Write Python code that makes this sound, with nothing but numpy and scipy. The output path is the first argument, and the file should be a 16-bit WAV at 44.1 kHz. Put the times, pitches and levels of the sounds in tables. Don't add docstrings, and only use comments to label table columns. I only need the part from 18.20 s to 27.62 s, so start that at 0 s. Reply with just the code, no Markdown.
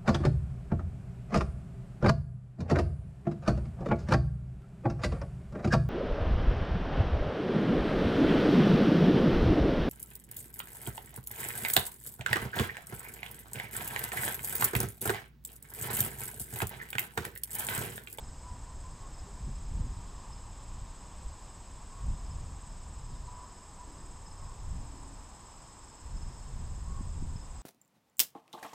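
import sys
import numpy as np
from scipy import signal
from scipy.fft import rfft, irfft, next_fast_len
from scipy.io import wavfile
from scipy.ndimage import uniform_filter1d

SR = 44100
rng = np.random.default_rng(int(sys.argv[2]) if len(sys.argv) > 2 else 0)


def unload_wav(signal):
    wavfile.write(
        sys.argv[1],
        SR,
        np.round(np.clip(np.atleast_2d(signal).T, -1, 1) * 32767).astype(np.int16),
    )


N = 415422
TIME = np.arange(N) / SR


def undb(db):
    return 10 ** (np.asarray(db) / 20)


def level(x, db):
    return x * undb(db) / np.sqrt(np.mean(x ** 2))


def curve(table, at=TIME):
    first, *columns = np.transpose(table)
    return [np.interp(at, first, column) for column in columns]


def drift(rate):
    values = rng.standard_normal(int(N / SR * rate) + 2)
    return np.interp(TIME * rate, np.arange(len(values)), values)


def noise(spectrum):
    size = next_fast_len(N)
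    f = np.arange(size // 2 + 1) * SR / size
    hz, db = np.transpose(spectrum)
    gain = undb(np.interp(np.log(f + 1), np.log(hz), db))
    gain *= (f > hz[0]) * (f < hz[-1])
    return irfft(rfft(rng.standard_normal(size)) * gain, size)[:N] * np.sqrt(SR / 2)


def steady(x):
    return x / np.sqrt(uniform_filter1d(x ** 2, size=SR // 8))


def tone(hz):
    return np.sin(2 * np.pi * np.cumsum(hz) / SR)


def yard(x, t60, wet_db):
    t = TIME[:SR]
    tail = rng.standard_normal(SR) * np.exp(-np.log(1000) * t / t60)
    tail *= undb(wet_db) / np.sqrt(np.sum(tail ** 2))
    scattered = signal.oaconvolve(x, tail)[:N]
    return (x + scattered) / np.sqrt(1 + undb(wet_db) ** 2)


# frequency in Hz, density in dB per Hz.
ROAD_AIR = [(20, -81), (140, -81.5), (300, -86.5), (440, -89.5), (650, -89), (850, -86.5), (1000, -84),
            (1350, -94.5), (1750, -96), (2200, -101), (3000, -102), (5700, -105), (9300, -113.5),
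            (12000, -117.5), (15000, -121)]
# time in seconds, level in dB.
TYRE_LEVEL = [(0, -78), (1.5, -72), (2.05, -59), (3.1, -66.5), (4.3, -62), (5.5, -64), (6.8, -64),
              (7.5, -63.5), (8.3, -80), (9.42, -76)]


def road():
    tyre_db, = curve(TYRE_LEVEL)
    tyres = level(noise([(740, -11.5), (860, -7), (980, -2), (1100, -5.5), (1300, -12.5)]), 0)
    rush = noise(ROAD_AIR) * undb(0.39 * drift(3.03))
    return rush + tyres * undb(tyre_db + 1.5 * drift(14))


# time in seconds, level in dB.
LEAF_LEVEL = [(0, -75), (1.7, -70.5), (2.5, -67.5), (3.1, -69), (4.3, -70), (5.5, -74.5), (9.42, -73)]


def leaves():
    db, = curve(LEAF_LEVEL)
    rustle = noise([(1200, -18), (2400, -1), (3600, -1.5), (5000, -7), (9000, -17.5), (14000, -40)])
    return level(rustle, 0) * undb(db + 0.92 * drift(25))


# time in seconds, wind level in dB.
BREEZE_LEVEL = [(0, -44.5), (2.1, -44.5), (2.8, -49.5), (3.5, -48), (4.5, -45), (5.35, -53), (5.85, -47),
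                (6.95, -46.5), (7.25, -55), (7.75, -58.5), (8.25, -44), (9.42, -45.5)]
# time of the peak in seconds, length in seconds, wind level in dB.
GUST_PEAKS = [(1.28, 0.18, -37.5), (1.575, .25, -35.5), (2.55, .16, -42.5), (3.038, 0.15, -45),
              (3.876, .12, -34.5), (4.14, 0.27, -39.5), (4.906, 0.27, -41), (6.26, 0.084, -43),
              (6.518, 0.16, -36), (7.982, 0.24, -38.5), (8.41, 0.27, -39.5), (8.76, 0.38, -38),
              (9.03, 0.19, -36.5)]
GUST_RISE = 0.38


def wind_level():
    breeze_db, = curve(BREEZE_LEVEL)
    power = undb(breeze_db) ** 2
    for peak, length, db in GUST_PEAKS:
        width = length * np.where(TIME < peak, GUST_RISE, 1 - GUST_RISE)
        power = power + undb(db) ** 2 * np.exp(-((TIME - peak) / width) ** 2)
    return 10 * np.log10(power)


# frequency in Hz, relative density in dB per Hz.
EDDY_SPECTRUM = [(10, -7.5), (25, 3.5), (45, 1), (75, -3), (105, -10), (140, -27), (250, -33.5), (600, -54)]
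RUMBLE_DB = 0.48
FLUTTER_DB, FRESH_WIND_DB = -53, -41.5
FLUTTER_GROWTH = 1.28


def wind():
    wind_db = wind_level()
    large = steady(noise(EDDY_SPECTRUM))
    small = steady(noise([(70, -12), (120, 5), (165, -2), (240, -10), (350, -22.5), (700, -33), (1500, -64)]))
    rumble = large * undb(wind_db + RUMBLE_DB + 1.25 * drift(9))
    flutter_db = FLUTTER_DB + FLUTTER_GROWTH * (wind_db - FRESH_WIND_DB)
    return rumble + small * undb(flutter_db + 2.4 * drift(30))


# share of the cycle from 0 to 1, pitch as a ratio, relative level in dB.
WING_STROKE = [(0, 1, -61), (.22, 1, -33), (.35, 0.98, 4.5), (.5, 1, 6), (.59, 0.94, 7), (.68, .94, -4.5),
               (.78, .91, -20), (1, .9, -45)]


def trill(strokes_hz, start, pitch_hz, scrape, wander):
    cycle = (np.cumsum(strokes_hz) / SR + start) % 1
    ratio, db = curve(WING_STROKE, cycle)
    shake = 1 + scrape * drift(900) + wander * drift(25)
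    return level(undb(db) * tone(pitch_hz * ratio * shake), 0)


# time in seconds, first cricket's and second cricket's wing strokes in Hz.
WING_PACE = [(0, 18.77, 18.22), (1.3, 18.64, 18.07), (2.7, 18.48, 18.08), (4, 18.81, 18.12),
             (5.4, 18.68, 18.4), (6.7, 18.51, 18.25), (8.1, 18.54, 18.01), (9.4, 18.77, 18.59)]
# frequency in Hz, density in dB per Hz.
MEADOW_HISS = [(5300, -122), (6200, -103), (7000, -99), (7750, -94), (8300, -96), (8600, -105),
               (8900, -122)]


def ground_crickets():
    first_hz, second_hz = curve(WING_PACE)
    first = trill(first_hz, start=0.0812, pitch_hz=8060, scrape=0.00781, wander=0.0046)
    second = trill(second_hz, start=0.52, pitch_hz=8654, scrape=0.003, wander=0.00141)
    close = undb(-64.5 + 1.2 * drift(11)) * first + undb(-72 + drift(8)) * second
    crowd = 0
    for pitch_hz in np.linspace(6500, 8400, num=18):
        db = -abs(pitch_hz - 7800) / 200
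        pace_hz = rng.uniform(13.5, 19) + 0.25 * drift(1)
        moving_hz = pitch_hz * (1 + 0.008 * drift(0.98))
        crowd = crowd + undb(db) * trill(pace_hz, rng.random(), moving_hz, scrape=0.008, wander=0.008)
    crowd = level(yard(crowd, t60=0.25, wet_db=-18), -64)
    return yard(close, t60=0.25, wet_db=-13) + crowd + noise(MEADOW_HISS)


# time of the first stroke's peak in seconds,
# first stroke's level in dB, second stroke's level in dB.
CHIRP_PAIRS = [(.041, -57.5, -58), (.945, -59, -55), (2.133, -55, -59), (4.064, -60, -57),
               (6.069, -56, -56.5), (7.975, -59, -57), (9.167, -56, -56.5)]
STROKE_GAP_S, STROKE_WIDTH_S = 0.05, 0.0069


def near_field_cricket():
    strokes = np.zeros(N)
    for start, first_db, second_db in CHIRP_PAIRS:
        for peak, db in [(start, first_db), (start + STROKE_GAP_S, second_db)]:
            strokes += undb(db) * np.exp(-((TIME - peak) / STROKE_WIDTH_S) ** 2)
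    chirps = np.sqrt(2) * strokes * tone(5150 * (1 + 0.0099 * drift(600)))
    return yard(chirps, t60=0.2, wet_db=-16)


def far_field_crickets():
    far = 0
    for pitch_hz in np.linspace(4950, 5400, num=7):
        chirps_hz = rng.uniform(2, 3.5) + 0.5 * drift(2)
        chirping = np.sin(np.pi * np.cumsum(chirps_hz) / SR) ** 2
        db = -abs(pitch_hz - 5210) / 45
        pace_hz = rng.uniform(18, 25) + 1.5 * drift(5)
        song = trill(pace_hz, rng.random(), pitch_hz, scrape=0.01183, wander=0.01)
        far = far + undb(db) * chirping * song
    furthest = noise([(4500, -116), (4900, -103), (5170, -97), (5400, -103), (5800, -116)])
    return level(yard(far, t60=0.25, wet_db=5), -73) + furthest


# time in seconds, pitch in Hz, level in dB.
BUZZ_PATH = [(0, 5180, -77.5), (6.7, 5200, -74), (7.3, 5210, -71.5), (8.2, 5310, -68), (8.4, 5180, -74),
             (9.42, 5130, -79.5)]


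def buzzing_cricket():
    buzz_hz, buzz_db = curve(BUZZ_PATH)
    buzz = (1 + np.cos(2 * np.pi * 66 * TIME)) * tone(buzz_hz * (1 + 0.01388 * drift(400)))
    return level(buzz, 0) * undb(buzz_db)


# start in seconds, length in seconds, strongest partial in Hz,
# level in dB before the yard's scatter, roughness from 0 to 1.
FAR_CALLS = [(.23, 0.14, 987, -54, 0.1), (.475, 0.042, 1006, -56, 0.37), (.63, 0.067, 1015, -55, 0.3),
             (.72, 0.047, 1071, -61, .15), (.785, 0.091, 1090, -58, 0.16), (3.71, .11, 1102, -58, 0.3),
             (5.07, 0.2, 995, -53.5, 0.25), (5.12, 0.19, 1110, -60, 0.62), (5.58, .075, 988, -54, .2),
             (6.14, 0.23, 1077, -61, 0.4), (8.66, .17, 1077, -58, .3)]
# start in seconds, length in seconds, strongest partial in Hz,
# level in dB before the yard's scatter, roughness from 0 to 1.
FAR_HOOTS = [(1.05, 0.063, 405, -59, 0.1), (5.66, 0.22, 295, -59.5, 0.53), (6.66, 0.293, 276, -59, 0.54)]


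def calls(table, side_db):
    out = np.zeros(N)
    rasp = drift(260) + 1j * drift(260)
    throb = undb(3.6 * drift(35))
    waver = 1 + 0.01 * drift(22)
    for start, length, hz, db, rough in table:
        span = (TIME > start) & (TIME < start + length)
        arch = np.abs(np.sin(np.pi * (TIME[span] - start) / length)) ** 0.26
        throat = np.exp(2j * np.pi * np.cumsum(hz / 3 * waver[span]) / SR)
        voice = throat ** 3 + undb(side_db) * (throat ** 4 + 0.5 * throat ** 2)
        hoarse = np.imag(voice * (1 - rough + rough * rasp[span]))
        out[span] += level(hoarse * arch * throb[span], db)
    return out


# time in seconds, peak pressure as a share of full scale,
# half width in seconds.
THUMPS = [(1.281, 0.02, 0.00099), (1.556, 0.053, 0.0037), (1.611, .08, 0.0023), (3.065, 0.03, 0.0052),
          (3.893, 0.047, 0.0039), (6.53, .045, 0.0024), (8.811, 0.043, .0012), (9.026, 0.034, .0011),
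          (9.16, 0.043, 0.0017)]


def thumps():
    out = np.zeros(N)
    for peak, pressure, width in THUMPS:
        u = (TIME - peak) / width
        out += pressure * (1 - u ** 2 / 2) * np.exp(-u ** 2 / 2)
    return out


# start in seconds, length in seconds, starting pitch in Hz,
# pitch the fall tends to in Hz, level in dB before the yard's scatter.
FALLING_CHIPS = [(4.922, .055, 4860, 3310, -71), (5.055, .042, 5450, 3400, -70)]


def chips():
    out = np.zeros(N)
    for start, length, start_hz, end_hz, db in FALLING_CHIPS:
        span = (TIME > start) & (TIME < start + length)
        u = (TIME[span] - start) / length
        whistle = tone(end_hz + (start_hz - end_hz) * np.exp(-2.2 * u))
        out[span] += level(np.sin(np.pi * u) ** 0.5 * whistle, db)
    return out


def birds():
    voices = calls(FAR_CALLS, side_db=-18) + calls(FAR_HOOTS, side_db=-28) + chips()
    return yard(voices, t60=0.66, wet_db=-6.5)


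def scene():
    field_crickets = near_field_cricket() + far_field_crickets() + buzzing_cricket()
    mid = road() + leaves() + wind() + ground_crickets() + field_crickets + birds() + thumps()
    side = noise([(200, -120), (1000, -120), (2000, -114), (3000, -114), (5000, -121), (8000, -126),
                  (12000, -132)])
    return np.array([mid + side, mid - side])


def record(dry):
    low_pass = signal.ellip(8, 0.2, 70, 15150, fs=SR, output="sos")
    return signal.sosfilt(low_pass, dry)


dry = scene()
out = record(dry)
unload_wav(out)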